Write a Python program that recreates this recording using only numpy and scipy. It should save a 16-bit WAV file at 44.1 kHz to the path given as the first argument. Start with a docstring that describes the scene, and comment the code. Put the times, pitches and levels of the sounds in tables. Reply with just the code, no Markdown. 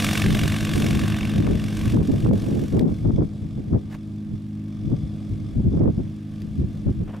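"""An open airstrip in gusty wind. A light aircraft taxis away: its four-cylinder engine drones at idle,
and the geared two-blade propeller chops out a bright clatter that fades as the tail turns our way,
leaving the drone and a soft slipstream rush. Gusts thump and pop on the microphone's two ports and
push its limiter down. Close by, dry grass snaps and rustles, and two dull scuffs brush the soil."""
import sys
import numpy as np
from scipy import signal
from scipy.fft import rfft, irfft, next_fast_len
from scipy.io import wavfile
from scipy.ndimage import uniform_filter1d, minimum_filter1d, map_coordinates

SR = 44100
rng = np.random.default_rng(int(sys.argv[2]) if len(sys.argv) > 2 else 0)


def generate_wav(sig):
    """Save sig (samples, or channels by samples) to the path in sys.argv[1] as 16-bit PCM at SR."""
    pcm = np.round(np.clip(np.atleast_2d(sig).T, -1, 1) * 32767).astype(np.int16)
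    wavfile.write(sys.argv[1], SR, pcm)


N = 317520

# engine speed: (time [s], crankshaft speed [turns/s])
CRANK_SPEED = [(0.0, 52.05), (0.6, 53.0), (1.3, 52.73), (2.0, 52.46), (3.0, 52.12), (4.2, 52.35),
               (5.2, 52.15), (7.2, 52.2)]
# fader on the exhaust drone: (time [s], level [dB])
EXHAUST_FADER = [(0, -26.5), (2.6, -31), (3.4, -37), (4.8, -33.5), (7.2, -36)]
# partials of the exhaust note: (multiple of crankshaft speed, relative level [dB])
EXHAUST_ORDERS = [(2, -3), (2.5, -23), (3, -6.5), (3.5, -18), (4, -1), (4.5, -13.5), (5, -11), (5.5, -17),
                  (6, -10), (6.5, -29), (7, -24.5)]
# the propeller turns away behind the fuselage: (time [s], fader [dB], tip hiss send [dB])
PROPELLER_FADER = [(0.04, -30, -8.5), (0.63, -35.5, -12), (0.71, -35.5, -13.5), (0.76, -37.5, -6.5),
                   (1.12, -36, -16.5), (1.55, -46, -13), (1.92, -44, -7), (1.99, -49.5, -9),
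                   (2.66, -54, -4), (3.17, -70, -3), (3.5, -65, -7)]
# tone of the blade clatter: (frequency [Hz], gain [dB])
CLATTER_EQ = [(290, -27), (500, -7.5), (666, 5), (876, -9.5), (1600, -7.5), (1930, -5), (2200, -4.5),
              (3580, 0), (4310, -3), (12000, -11), (15500, -20.5)]
# resonances of the cowling: (centre [Hz], width [Hz], gain [dB])
COWLING_PEAKS = [(1125, 260, 11), (1550, 127, 7.5), (1735, 190, 7.5), (2310, 116, -0.5), (2480, 190, 2.5),
                 (3400, 67, 5), (4270, 13, -16), (4450, 30, 8), (5160, 74, 3), (5690, 150, 6.5),
                 (6900, 45, 3), (8460, 150, 2.5)]
# modes struck by the gear backlash: (frequency [Hz], relative level [dB])
KNOCK_MODES = [(1180, -13), (1580, -1.5), (2250, 4), (2750, 3.5)]
# fader on the rush of engine and slipstream: (time [s], level [dB])
RUSH_FADER = [(0, -41.5), (3, -52.5), (4.15, -59.5), (4.5, -62.5), (5.05, -54), (6.2, -57.5), (6.8, -56),
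              (7.2, -66)]
# tone of that rush: (frequency [Hz], gain [dB])
RUSH_EQ = [(150, 14.5), (400, 19), (650, 15), (950, -2.5), (2300, -7), (3400, -4.5), (4200, -2.5),
           (5700, -15.5), (7000, -9), (10000, -13), (15000, -31)]
# the engine's whirr from behind: (centre [Hz], width [Hz], gain [dB])
WHIRR_PEAKS = [(1183, 170, 6.5), (2220, 320, 2), (3440, 330, 5), (4780, 200, 0), (5310, 280, 0),
               (6080, 300, -3), (8270, 460, -13)]
# light wind between the gusts: (time [s], strength [dB])
BREEZE = [(0, -26.5), (2.3, -27), (3.4, -41), (4.1, -42), (4.7, -44), (5.4, -33.5), (6.25, -44), (6.8, -38),
          (7.2, -52)]
# gusts on the microphone: (start [s], hold [s], strength [dB], rumble relative to strength [dB])
GUSTS = [(0.25, 0.11, -17.5, -0.5), (0.414, 0.04, -20.5, -1), (0.756, 0.095, -15.5, -8),
         (0.861, .19, -19, -4.5), (1.364, 0.2, -17, -4.5), (1.856, 0.026, -21, -0.5),
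         (1.941, 0.076, -10.5, -4), (2.088, 0.062, -14.5, -9), (2.237, 0.044, -13, -4.5),
         (2.294, 0.044, -6.5, -9.5), (2.426, 0.224, -17, -20), (2.732, 0.13, -11, -9.5),
         (2.86, 0.063, -15, -11), (3.05, 0.055, -14.5, -1), (3.14, 0.012, -21, 4),
         (3.19, 0.029, -9.5, -5.5), (3.426, 0.036, -25, -3.5), (3.578, 0.018, -18.5, -7),
         (3.73, 0.0284, -11, -4.5), (4.289, 0.069, -32.5, 2.5), (4.85, .03, -27.5, 6.5),
         (4.914, .025, -15, 1.5), (5.03, 0.023, -35, 8.5), (5.302, 0.039, -29, 6),
         (5.564, 0.039, -21.5, 5.5), (5.652, .03, -17.5, 1.5), (5.722, 0.088, -17.5, -1.5),
         (5.808, 0.081, -11, -4), (5.979, .025, -19, 3), (6.416, 0.04, -31, 1), (6.588, 0.056, -23, 5.5),
         (6.868, 0.028, -15.5, 1), (7.01, 0.0095, -17, 0)]
# low end of the large eddies: (frequency [Hz], gain [dB])
RUMBLE_EQ = [(10, -12.5), (25, -16), (50, -4.5), (90, -1), (150, -1.5), (220, -9), (330, -17.5), (600, -46),
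             (1500, -93), (4000, -100)]
# low mids of the small eddies: (frequency [Hz], gain [dB])
FLUTTER_EQ = [(40, -26.5), (110, 2), (180, 3.5), (290, 1), (450, -9), (700, -21.5), (1300, -43.5),
              (2200, -50.5), (5000, -78)]
# the hardest eddies breaking on a port: (time [s], relative level [dB])
POP_CUES = [(1.476, -26), (1.972, -27.5), (2.263, -24.5), (2.312, -21), (3.107, -30), (3.209, -29),
            (3.749, -34), (5.857, -32)]
# dull thud of a pop: (frequency [Hz], gain [dB])
POP_EQ = [(60, -9), (200, 3), (400, 1), (700, -7), (1200, -11), (1900, -31.5), (3000, -51.5), (6000, -69)]
# snapping stalks: (time [s], level [dB], half length [s])
SNAP_CUES = [(2.795, -33.5, 0.002), (6.42, -47.5, 0.0015)]
# crisp edge of a snap: (frequency [Hz], gain [dB])
SNAP_EQ = [(600, -18), (2000, 10), (4000, 6), (6000, -3), (15000, -10)]
# dry grass rustling: (time [s], level [dB], half length [s])
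GRASS_CUES = [(3.933, -44.5, 0.028)]
# tone of the grass: (frequency [Hz], gain [dB])
GRASS_EQ = [(200, -3), (700, 0), (1300, -9), (2000, -6), (3500, -16), (8000, -24), (15000, -31)]
# scuffs on the soil: (time [s], level [dB], half length [s])
SCUFF_CUES = [(7.095, -40.5, 0.018), (7.155, -41.5, 0.031)]
# dull tone of the soil: (frequency [Hz], gain [dB])
SCUFF_EQ = [(300, 5.5), (950, 2.5), (1300, -6), (1750, -8), (2200, -14), (2900, -13), (4500, -33),
            (12000, -44)]
# stereo width, as EQ on the difference between the ports: (frequency [Hz], gain [dB])
SIDE_EQ = [(60, -7), (150, -2), (400, 2), (800, 2.5), (1500, 4), (4000, 0.5)]

GEAR_RATIO = 22 / 50  # propeller turns per crankshaft turn
CLATTER_TRIM_DB, TIPS_TRIM_DB = 3.5, 7
SCREEN_DB, SCREEN_FULL_S = -5.5, 3.75  # the tail gradually screens the propeller
SMEAR_START, SMEAR_PER_S = 0.13, .12  # scattered sound fills in between the blades with distance
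ATTACK_S, RELEASE_S = 0.011, .02  # a gust hits fast and dies a little more slowly
SWIRL_DB, SWIRL_LEAD_S, SWIRL_TRAIL_S = -10, 0.059, 0.073  # stirred air around each gust
FLUTTER_TRIM_DB, FLUTTER_GROWTH = 4, 1.63  # small eddies grow faster than the wind
POP_TRIM_DB, CRACKLE_TRIM_DB, CRACKLE_PER_S = 46.5, 27, 82
CRACKLE_GROWTH, CRACKLE_CAP_DB = 1.83, -12.5  # crackle grows with the wind up to this wind strength
CEILING_DB, HIGH_CUT_HZ = -7, 15700


def amp(db):
    """Decibels to gain."""
    return 10 ** (np.asarray(db) / 20)


def unit(x):
    """Normalise to rms 1."""
    return x / np.sqrt(np.mean(x ** 2) + 1e-20)


def eq_db(points, hz):
    """Read an EQ of (frequency [Hz], gain [dB]) points on a log axis."""
    freqs, gains = np.transpose(points)
    return np.interp(np.log(hz + 1), np.log(freqs + 1), gains)


def curve(rows, column=1):
    """An automation lane: one column of (time [s], ...) rows, read at every sample."""
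    columns = np.transpose(rows)
    return np.interp(np.arange(N) / SR, columns[0], columns[column])


def wobble(rate):
    """Smooth random modulation, rate knots a second."""
    return map_coordinates(rng.standard_normal(int(N * rate / SR) + 4), [np.arange(N) * rate / SR])


def filtered(x, response):
    """Zero-phase filter with gain response(hz)."""
    size = next_fast_len(N + SR // 2)
    return irfft(rfft(x, size) * response(np.fft.rfftfreq(size, 1 / SR)), size)[..., :N]


def noise(colour_db, side_db):
    """Coloured stereo noise of rms 1; side_db sets the width."""
    mid, side = filtered(rng.standard_normal((2, N)), lambda hz: amp(colour_db(hz)))
    return unit(np.array([mid + amp(side_db) * side, mid - amp(side_db) * side]))


def bursts(cycles, rise, fall, scatter_db):
    """One swell of random size per cycle; rise and fall are shares of a cycle."""
    nearest = np.round(cycles)
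    offset = cycles - nearest
    size = amp(scatter_db * rng.standard_normal(1024))[nearest.astype(int)]
    return size * np.exp(-np.abs(offset) / np.where(offset < 0, rise, fall))


def exhaust(crank):
    """The drone: two firings a turn, odd and half orders from unequal cylinders, highs muffled."""
    drone = np.zeros(N)
    for multiple, db in EXHAUST_ORDERS:
        phase = multiple * crank + rng.random() + .014 * wobble(9)  # moving air bends the path
        drone += amp(db + 1.16 * wobble(9.2)) * np.sin(2 * np.pi * phase)
    return np.sqrt(2) * amp(curve(EXHAUST_FADER)) * drone


def cowling_db(hz):
    """The cowling's resonances, as a bank of bell EQs."""
    return sum(db / (1 + (2 * (hz - centre) / width) ** 2) for centre, width, db in COWLING_PEAKS)


def gear_ring(shaft):
    """The gearbox rings in a narrow, bright band once per propeller turn."""
    ring = noise(lambda hz: -20 * np.log10(1 + ((hz - 3590) / 130) ** 2), side_db=-32)
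    return ring * unit(.3 + bursts(shaft - .22, rise=.08, fall=.22, scatter_db=3))


def gear_knocks(blade):
    """The gears take up their backlash once per blade; each blow rings the modes at new strengths."""
    starts = np.flatnonzero(np.diff(np.floor(blade + .05)) > 0)
    t = np.arange(SR // 40) / SR
    envelope = amp(-60 * t / 0.022) * (1 - np.exp(-t / 0.00094))
    ringing = np.zeros(N)
    for hz, db in KNOCK_MODES:
        blows = np.zeros(N)
        blows[starts] = amp(db + 2.5 * rng.standard_normal(len(starts)))
        mode = np.sin(2 * np.pi * hz * t) * envelope
        ringing += signal.fftconvolve(blows, mode)[:N] * (1 + .5 * wobble(400))
    return unit(ringing)


def propeller(shaft):
    """Each blade chops out a burst of clatter, with tip hiss and gear noise layered on top."""
    t = np.arange(N) / SR
    blade = 2 * shaft - .08
    accent = 1 + 0.24 * np.cos(np.pi * blade)  # one blade hits harder
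    smear = np.clip(SMEAR_START + SMEAR_PER_S * t, 0, 1)
    colour_db = lambda hz: eq_db(CLATTER_EQ, hz) + cowling_db(hz)
    chop = unit(smear + (1 - smear) * accent * bursts(blade, rise=0.084, fall=.12, scatter_db=0.9))
    body_eq = [(300, -3.5), (900, 3), (2800, 4.5), (4500, -11), (8000, -16)]
    body = noise(lambda hz: colour_db(hz) + eq_db(body_eq, hz), side_db=-27)
    # the tip hiss comes a moment later and lingers
    swish = unit(0.3 + smear / 2 + accent * bursts(blade - .04, rise=.075, fall=.15, scatter_db=2.5))
    tips_eq = [(500, -8.5), (2500, -4), (4500, -4), (8000, -3)]
    tips = noise(lambda hz: colour_db(hz) + eq_db(tips_eq, hz), side_db=-51)
    gears = amp(-16) * gear_ring(shaft) + amp(-9) * accent * gear_knocks(blade + .025 * wobble(46))
    clatter = amp(0.15 + wobble(20)) * chop * body
    hiss = amp(curve(PROPELLER_FADER, column=2) + TIPS_TRIM_DB + 0.72 * wobble(20)) * swish * tips
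    screen_db = SCREEN_DB * np.minimum(t / SCREEN_FULL_S, 1) ** 2
    return amp(curve(PROPELLER_FADER) + screen_db + CLATTER_TRIM_DB) * (clatter + hiss + gears)


def slipstream(shaft):
    """An even rush of engine air, plus a resonant whirr lightly chopped by the blades."""
    air = noise(lambda hz: eq_db(RUSH_EQ, hz) + 0.19 * cowling_db(hz), side_db=-13.5)
    peaks = lambda hz: sum(amp(db) / (1 + (2 * (hz - centre) / width) ** 2)
                           for centre, width, db in WHIRR_PEAKS)
    waver = amp(1.5 * wobble(12))
    chop = unit(0.94 + bursts(2 * shaft - .1, rise=0.077, fall=.15, scatter_db=5.5))
    whirr = amp(-7) * waver * chop * noise(lambda hz: 20 * np.log10(peaks(hz)), side_db=-13.5)
    return amp(curve(RUSH_FADER) + 0.78 * wobble(14)) * (amp(3) * air + whirr)


def field_bed():
    """Breeze in the open grass: a wide, faint bed."""
    bed_eq = [(30, 12.5), (300, -7), (700, -5.5), (1500, -17.5), (4000, -23), (15000, -53)]
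    return amp(-53.5) * noise(lambda hz: eq_db(bed_eq, hz), side_db=-1.5)


def wind_buffet(strength_db, rumble_db):
    """Large eddies rumble on the ports; hard gusts bring up a wider, lumpy flutter of small ones."""
    rumble = noise(lambda hz: eq_db(RUMBLE_EQ, hz), side_db=-4) * amp(rumble_db + 1.8 * wobble(30))
    lumps = unit(amp(5 * np.array([wobble(80), wobble(80)])))
    flutter = noise(lambda hz: eq_db(FLUTTER_EQ, hz), side_db=-1.5) * lumps
    buffet = rumble + amp(FLUTTER_GROWTH * strength_db + FLUTTER_TRIM_DB) * flutter
    return buffet * amp([[.5], [-.5]])  # leans slightly left


def gust(start, hold):
    """Attack, hold and release of one gust, inside a softer, longer swirl."""
    t = np.arange(N) / SR
    before, after = np.maximum(start - t, 0), np.maximum(t - start - hold, 0)
    core = np.exp(-before / ATTACK_S - after / RELEASE_S)
    swirl = amp(SWIRL_DB) * np.exp(-before / SWIRL_LEAD_S - after / SWIRL_TRAIL_S)
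    return np.maximum(core, swirl)


def airflow():
    """Breeze and gusts add in power, giving lanes for wind strength and rumble, both in dB."""
    wind_power = rumble_power = amp(curve(BREEZE)) ** 2
    for start, hold, db, rumble_db in GUSTS:
        power = (amp(db) * gust(start, hold)) ** 2
        wind_power = wind_power + power
        rumble_power = rumble_power + power * amp(rumble_db) ** 2
    return 10 * np.log10(wind_power), 10 * np.log10(rumble_power)


def eddy_pops(strength_db):
    """A breaking eddy is one sharp push on one port; small ones crackle inside the harder gusts."""
    hits = rng.random((2, N)) < CRACKLE_PER_S / SR
    crackle_db = CRACKLE_GROWTH * np.minimum(strength_db, CRACKLE_CAP_DB) + CRACKLE_TRIM_DB
    pushes = hits * rng.standard_normal((2, N)) * amp(crackle_db)
    for (time, db), (port, sign) in zip(POP_CUES, rng.integers(0, 2, (len(POP_CUES), 2))):
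        pushes[port, round(time * SR)] += (-1) ** sign * amp(db + POP_TRIM_DB)
    return filtered(pushes, lambda hz: amp(eq_db(POP_EQ, hz)))


def rustle(cues, eq):
    """Stalks, grass or soil close by: short, grainy swells of noise."""
    t = np.arange(N) / SR
    swells = sum(amp(db) * np.exp(-((t - time) / half) ** 2) for time, db, half in cues)
    grain = unit(amp(3 * wobble(300)))
    return swells * grain * noise(lambda hz: eq_db(eq, hz), side_db=-16)


def scene():
    """The mix: aircraft in the centre, wind spread wide, small ground sounds up close."""
    crank = np.cumsum(curve(CRANK_SPEED)) / SR  # angle in turns
    shaft = GEAR_RATIO * crank
    aircraft = exhaust(crank) + propeller(shaft) + slipstream(shaft)
    ground = rustle(GRASS_CUES, GRASS_EQ) + rustle(SNAP_CUES, SNAP_EQ) + rustle(SCUFF_CUES, SCUFF_EQ)
    strength_db, rumble_db = airflow()
    return aircraft + field_bed() + wind_buffet(strength_db, rumble_db) + eddy_pops(strength_db) + ground


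def record(dry):
    """The microphone chain: stereo widener, soft limiter, high cut."""
    mid = dry.mean(axis=0)
    side = filtered(dry[0] - mid, lambda hz: amp(eq_db(SIDE_EQ, hz)))
    wide = np.array([mid + side, mid - side])
    overshoot = np.abs(wide).max(axis=0) / amp(CEILING_DB)
    needed_gain = (1 + overshoot ** 4) ** (-1 / 4)
    # the gain stays down briefly after each peak, so the engine ducks under a gust
    held_gain = minimum_filter1d(needed_gain, size=700, origin=120)
    gain = uniform_filter1d(held_gain, size=500)
    return filtered(wide * gain, lambda hz: hz < HIGH_CUT_HZ)


dry = scene()
out = record(dry)
generate_wav(out)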